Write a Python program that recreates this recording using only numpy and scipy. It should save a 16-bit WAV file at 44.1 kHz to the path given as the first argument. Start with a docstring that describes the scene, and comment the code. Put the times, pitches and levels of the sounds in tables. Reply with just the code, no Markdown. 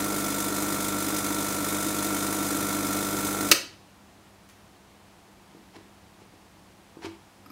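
"""An espresso machine's vibrating pump buzzes at mains rate; each piston stroke rattles the housing and sprays
a hiss. A switch snaps it off and the kitchen rings briefly. Over a quiet hum a drop falls into foam once, a
glass is lifted from the drip tray and set down on the worktop with thuds and scrapes, and a cup is brought in
with two ticks."""
import sys
import numpy as np
from scipy import signal
from scipy.fft import rfft
from scipy.io import wavfile
from scipy.ndimage import uniform_filter1d

SR = 44100
rng = np.random.default_rng(int(sys.argv[2]) if len(sys.argv) > 2 else 0)


def waveform_to_disk(signal):
    """Save audio, clipped to [-1, 1], as 16-bit WAV at the path in sys.argv[1]."""
    frames = np.transpose(np.atleast_2d(signal))
    scaled = np.clip(frames, -1, 1) * 32767
    samples = np.round(scaled).astype(np.int16)
    wavfile.write(sys.argv[1], SR, samples)


N = 331191
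TIME_S = np.arange(N) / SR
MAINS_HZ, PUMP_STOP_S = 49.92, 3.5

# room air: freq_hz, gain_db
AIR_SPECTRUM = [(20, -20), (40, -10.5), (62, 0), (130, -6.5), (180, -1), (240, -6.5), (320, -3), (420, -9),
                (560, -9.5), (720, -7), (950, -8.5), (1400, -13.5), (3000, -18), (6000, -22.5),
                (10000, -26), (15700, -33)]
# mains hum: freq_hz, level_db
HUM_PARTIALS = [(100, -67.5), (200, -64)]
# kitchen reverberation: freq_hz, t60_s
KITCHEN_DECAY = [(100, 1), (400, 0.38), (1500, 0.4), (4500, 0.41), (9000, .3), (15000, 0.22)]
# wet pops: freq_hz, gain_db
POP_SPECTRUM = [(400, -12), (1200, 1), (5000, 3), (10000, -2), (15000, -7)]
# glass bumping tray and worktop: start_s, gain_db, hand_damping_t60_s
GLASS_KNOCKS = [(5.549, -44.5, .1), (5.766, -42, .1), (6.218, -48, .04), (6.338, -49, .04),
                (6.970, -39, .15), (7.046, -34.5, .8)]
# worktop under the glass: freq_hz, gain_db, t60_s
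WORKTOP_MODES = [(100, -7, .15), (176, -17, 0.14), (290, -9, 0.079), (331.4, 0.5, 0.19), (378, -9, 0.071),
                 (430, -9, 0.092), (785, -17, 0.046), (895, -13, .06)]
# dull puff of a bump: freq_hz, gain_db
PUFF_SPECTRUM = [(60, -6), (400, 12), (950, 9), (2000, -8), (8000, -22)]
# glass sliding: stop_s, peak_db, length_s
GLASS_SLIDES = [(5.535, -63, .04), (5.767, -47.5, .04), (6.23, -58, .05), (7.060, -36, .048)]
# friction of its base: freq_hz, gain_db
SCRAPE_SPECTRUM = [(240, -35), (400, 2), (621, -17), (734, 0), (816, -10), (907, 2.5), (1210, -11.5),
                   (2470, -8.5), (3390, -14), (5600, -17.5), (15000, -39)]
# cup touched, then meeting the tray: start_s, gain_db
CUP_CONTACTS = [(7.461, -46), (7.502, -44)]
# cup ring: freq_hz, gain_db, t60_s
CUP_MODES = [(307, 0.5, 0.044), (1260, 3.5, 0.018), (2350, -5.5, .04), (5100, -5, 0.028), (11800, -7, .04)]
# switch snap: freq_hz, gain_db
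SNAP_SPECTRUM = [(30, -45), (80, -28), (320, -9.5), (560, -7), (720, -15.5), (1000, -8), (1330, -1),
                 (1580, -10), (1850, -0.5), (2200, -4), (2780, 2), (3300, -9.5), (4300, -0.5), (5800, -4.5),
                 (8000, -8), (15700, -18)]
# bright edge of its hardest contact: freq_hz, gain_db
SLAM_SPECTRUM = [(50, -38), (500, -15), (4500, -0.5), (9000, -5), (14000, -2.5)]
# metal rung by that contact: freq_hz, gain_db, t60_s
SLAM_MODES = [(320, 2, 0.25), (548, -1, .35), (1401, -3, .2), (1900, -3, 0.2), (2043, -11.5, .15),
              (2850, -12.5, .18), (4500, -16.5, .2), (5890, -10.5, .12)]
# pump hiss: freq_hz, gain_db
HISS_SPECTRUM = [(1000, -31.5), (1500, -13.5), (1850, -2.5), (2200, -8.5), (2800, -11), (3300, -8),
                 (3600, -10), (5000, -9), (6500, -5), (8500, -5), (10500, -6), (12500, -7.5), (14500, -7.5),
                 (15700, -11.5)]
# thin metal ringing in the hiss: freq_hz, width_hz, gain_db
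METAL_RESONANCES = [(2210, 90, -1.5), (3475, 79, -2), (3710, 50, 1), (4105, 63, -0.5), (4790, 100, -6),
                    (5080, 42, 0.5), (5830, 110, -3), (6320, 99, 0.5), (6950, 98, -1.5), (7410, 60, 2.5),
                    (8000, 110, -0.5), (9000, 57, 4.5), (9230, 100, 1), (9610, 90, -1), (10100, 110, -7.5),
                    (13300, 150, -5.5), (13880, 79, -4.5), (14700, 61, -10)]
# panel rattle: freq_hz, gain_db
RATTLE_SPECTRUM = [(30, -36.5), (70, -25), (120, -18.5), (250, -22), (450, -17), (800, -31.5), (1150, -17),
                   (1400, -20.5), (1650, -24), (2600, -38)]
# housing: freq_hz, width_hz, gain_db
HOUSING_RESONANCES = [(101, 21, -16), (166.3, 12, -13.5), (235, 20, -14), (284.5, 14, 1), (305.4, 28, 3),
                      (398, 50, -9.5), (470, 33, -14.5), (620, 140, -14.5), (723, 45, -14.5),
                      (825, 25, -13.5), (945, 45, -11.5), (1100, 14, -15), (1254, 45, -18), (1378, 46, -9),
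                      (1481, 67, -17.5)]
# pump buzz: stroke_rate_multiple, level_db
BUZZ_HARMONICS = [(1, -53.5), (2, -47.5), (3, -48.5), (4, -39.5), (5, -51.5), (6, -38), (7, -49.5),
                  (8, -51.5), (9, -50.5), (10, -47), (12, -48), (13, -50.5), (14, -50.5), (15, -54),
                  (18, -54.5), (19, -53.5), (20, -54.5), (21, -60), (22, -52), (24, -50), (26, -55),
                  (27, -40), (29, -47.3), (30, -60), (31, -56)]
# its faint upper harmonics: freq_hz, gain_db
BUZZ_TOP_SPECTRUM = [(1600, -7), (1850, -8), (2200, 6), (2400, 1.5), (2520, 6.5), (2700, -9), (3300, -13),
                     (3480, -4.5), (4150, -6.5), (4500, -9), (6000, -25)]


def amp(db):
    """Decibels to amplitude."""
    return 10 ** (np.asarray(db) / 20)


def unit_rms(x):
    """Scale to rms 1."""
    return x / np.sqrt(np.mean(x ** 2) + 1e-20)


def smooth_noise(samples):
    """Moving average of noise, rms 1."""
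    return unit_rms(uniform_filter1d(rng.standard_normal(N), size=samples))


def curve_at(points, hz):
    """Interpolate on a log-frequency axis."""
    freq_hz, values = np.transpose(points)
    return np.interp(np.log(hz + 1), np.log(freq_hz + 1), values)


def add(mix, start_s, sound):
    """Mix in a sound at start_s."""
    part = mix[round(start_s * SR):][:len(sound)]
    part += sound[:len(part)]


def colour(x, spectrum, resonances=(), size=16384):
    """Minimum-phase filter: broad spectrum plus resonances."""
    hz = abs(np.fft.fftfreq(size, 1 / SR))
    power = amp(curve_at(spectrum, hz)) ** 2
    for centre_hz, width_hz, db in resonances:
        power += (amp(db) / (1 + 2 * ((hz - centre_hz) / width_hz) ** 2)) ** 2
    log_gain = np.log(power + 1e-10) / 2
    taps = np.fft.ifft(np.exp(np.conj(signal.hilbert(log_gain)))).real[:size // 2]
    return signal.oaconvolve(x, taps)[:len(x)]


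def ring(modes, spread_db=0):
    """Decaying sines of a struck body; the strike point varies their levels."""
    t = TIME_S[:SR // 2]
    return sum(amp(db + spread_db * rng.standard_normal() - 60 * t / t60_s) * np.sin(2 * np.pi * hz * t)
               for hz, db, t60_s in modes)


def burst(t60_s):
    """Decaying white noise."""
    t = TIME_S[:SR // 2]
    return rng.standard_normal(len(t)) * amp(-60 * t / t60_s)


def bounces(start_s, first_db, gap_s, step_db, gap_ratio=1, count=4):
    """A contact and its weaker repeats: start_s, gain_db."""
    k = np.arange(count)
    gaps_s = gap_s * gap_ratio ** k
    return zip(start_s + np.cumsum(gaps_s) - gaps_s, first_db + step_db * k)


def release(stop_s, t60_s):
    """Unity until stop_s, then a decay."""
    return amp(-60 * np.maximum(TIME_S - stop_s, 0) / t60_s)


def stroke_envelope(rise_s, fall_s):
    """Swell and decay once per piston stroke, peak 1."""
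    age_s = TIME_S * MAINS_HZ % 1 / MAINS_HZ
    envelope = (1 - np.exp(-age_s / rise_s)) * np.exp(-age_s / fall_s)
    return envelope / envelope.max()


def background(air_db=-54.9):
    """Quiet room air and faint mains hum."""
    air = amp(air_db) * unit_rms(colour(rng.standard_normal(N), AIR_SPECTRUM))
    hum = sum(amp(db) * np.sqrt(2) * np.sin(2 * np.pi * (hz * TIME_S + rng.random()))
              for hz, db in HUM_PARTIALS)
    return air + hum


def kitchen_reverb(x, delay_s=.004, rise_s=.0027):
    """Dense reflections, each band decaying at its own rate."""
    reflections = rng.standard_normal(SR) * np.clip((TIME_S[:SR] - delay_s) / rise_s, 0, 1)
    hz, t, bands = signal.stft(reflections, SR, nperseg=256)
    decay = amp(-60 * t / curve_at(KITCHEN_DECAY, hz)[:, None])
    tail = signal.istft(bands * decay, SR, nperseg=256)[1]
    return signal.fftconvolve(x, tail / np.linalg.norm(tail))[:N]


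def foam_drip():
    """A drop lands in foam: a quick cluster of tiny wet pops."""
    pops = np.zeros(N)
    for start_s, db in bounces(start_s=4.49, first_db=-42, gap_s=.004, step_db=-1.5):
        add(pops, start_s, amp(db) * burst(t60_s=.006))
    pops = colour(pops, POP_SPECTRUM)
    return pops + kitchen_reverb(pops)


def glass_thuds(puff_db=-9):
    """Each bump gives a dull puff; the glass rocks on its base and rings the worktop."""
    thuds, puffs = np.zeros(N), np.zeros(N)
    for start_s, first_db, damping_t60_s in GLASS_KNOCKS:
        thud = ring(WORKTOP_MODES) * amp(-60 * TIME_S[:SR // 2] / damping_t60_s)
        for rock_s, db in bounces(start_s, first_db, gap_s=.0213, step_db=-5):
            add(thuds, rock_s, amp(db) * thud)
        add(puffs, start_s, amp(first_db + puff_db) * burst(t60_s=.05))
    return thuds + colour(puffs, PUFF_SPECTRUM)


def glass_scrapes(grit_db=2):
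    """The base slides over fine grit, ever harder until it stops."""
    envelope = np.zeros(N)
    for stop_s, peak_db, length_s in GLASS_SLIDES:
        pressure = np.clip(1 + (TIME_S - stop_s) / length_s, 0, 1)
        envelope += amp(peak_db) * pressure * release(stop_s, t60_s=.05)
    friction = amp(grit_db * smooth_noise(samples=40)) * rng.standard_normal(N)
    return envelope * unit_rms(colour(friction, SCRAPE_SPECTRUM))


def cup_ticks():
    """The cup chatters and rings briefly at each contact."""
    ticks = np.zeros(N)
    for start_s, first_db in CUP_CONTACTS:
        for tick_s, db in bounces(start_s, first_db, gap_s=.004, step_db=-3, count=2):
            add(ticks, tick_s, amp(db) * ring(CUP_MODES, spread_db=1.5))
    return ticks


def crockery(low_cut_hz=110, knock_room_db=-14, scrape_room_db=-7):
    """Glass and cup in the room; small surfaces radiate little deep bass."""
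    low_cut = signal.butter(2, low_cut_hz, "high", fs=SR, output="sos")
    knocks = signal.sosfilt(low_cut, glass_thuds() + cup_ticks())
    scrapes = glass_scrapes()
    return knocks + scrapes + kitchen_reverb(amp(knock_room_db) * knocks + amp(scrape_room_db) * scrapes)


def switch_snap(trip_s=3.5136, trip_db=-4, slam_s=3.5152, room_db=-10):
    """The switch trips, slams home and bounces, shaking the case; the slam rings the metal."""
    contacts = bounces(slam_s, first_db=4.5, gap_s=.0036, step_db=-5.5, gap_ratio=.85)
    cracks, slam = np.zeros(N), np.zeros(N)
    for start_s, db in [(trip_s, trip_db), *contacts]:
        crack = amp(-9) * burst(t60_s=.025)
        case = amp(-16) * burst(t60_s=.055)
        add(cracks, start_s, amp(db) * (crack + case))
    edge = amp(-1) * colour(burst(t60_s=.0088), SLAM_SPECTRUM)
    add(slam, slam_s, edge + amp(-34) * ring(SLAM_MODES))
    snap = unit_rms(colour(cracks, SNAP_SPECTRUM)) * np.std(cracks) + slam
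    return snap + amp(room_db) * kitchen_reverb(snap)


def pump_hiss(level_db=-32.5, floor=.49, stroke_spread_db=2, grain_db=1):
    """Each stroke throws a grainy burst of hiss that rings the thin metal."""
    stroke_index = (TIME_S * MAINS_HZ).astype(int)
    strength = amp(stroke_spread_db * rng.standard_normal(N)[stroke_index])
    grain = amp(grain_db * smooth_noise(samples=30))
    envelope = floor + strength * stroke_envelope(rise_s=.0046, fall_s=.0079)
    hiss = colour(rng.standard_normal(N) * envelope * grain, HISS_SPECTRUM, METAL_RESONANCES)
    return amp(level_db) * unit_rms(hiss) * release(PUMP_STOP_S, t60_s=.15)


def housing_rattle(level_db=-33.5, memory=.62, floor=.35):
    """Loose panels bounce with the piston in an unsteady pattern about three strokes long."""
    stroke_samples = round(SR / MAINS_HZ)
    strokes = rng.standard_normal((N // stroke_samples + 1, stroke_samples))
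    chatter = signal.lfilter([1], [1, memory, memory ** 2], strokes, axis=0).ravel()[:N]
    envelope = floor + stroke_envelope(rise_s=.0012, fall_s=.007)
    panels = colour(chatter * envelope, RATTLE_SPECTRUM, HOUSING_RESONANCES)
    return amp(level_db) * unit_rms(panels) * release(PUMP_STOP_S, t60_s=.41)


def pump_buzz(top_db=-48, waver=.096):
    """The piston's blow repeats at mains rate: harmonics phased like one short ring of the body."""
    blow_spectrum = rfft(burst(t60_s=.11), SR)  # 1 Hz bins
    cycle_pos = np.arange(4096) / 4096

    def cycle(orders, db):
        phase_rad = np.angle(blow_spectrum[np.round(orders * MAINS_HZ).astype(int)])
        partials = np.cos(2 * np.pi * orders[:, None] * cycle_pos + phase_rad[:, None])
        return np.sqrt(2) * amp(db) @ partials

    low_orders, low_db = np.transpose(BUZZ_HARMONICS)
    top_orders = np.arange(low_orders[-1] + 1, 100)
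    top = cycle(top_orders, curve_at(BUZZ_TOP_SPECTRUM, top_orders * MAINS_HZ))
    stroke = cycle(low_orders, low_db) + amp(top_db) * unit_rms(top)
    buzz = np.interp(TIME_S * MAINS_HZ % 1, cycle_pos, stroke)
    force = 1 + waver * smooth_noise(samples=2000)
    return buzz * force * release(PUMP_STOP_S, t60_s=.2)


def scene():
    """All sources, mono."""
    pump = pump_buzz() + housing_rattle() + pump_hiss()
    return (pump + switch_snap() + crockery() + foam_drip() + background())[None]


def record(dry, low_cut_hz=20, band_limit_hz=15800):
    """Microphone bass roll-off, input clipping on the snap, band limit."""
    low_cut = signal.butter(1, low_cut_hz, "high", fs=SR)
    clipped = np.clip(signal.lfilter(*low_cut, dry), -1, 1)
    low_pass = signal.firwin(511, band_limit_hz, window=("kaiser", 9), fs=SR)
    return signal.oaconvolve(clipped, low_pass[None], "same")


dry = scene()
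out = record(dry)
waveform_to_disk(out)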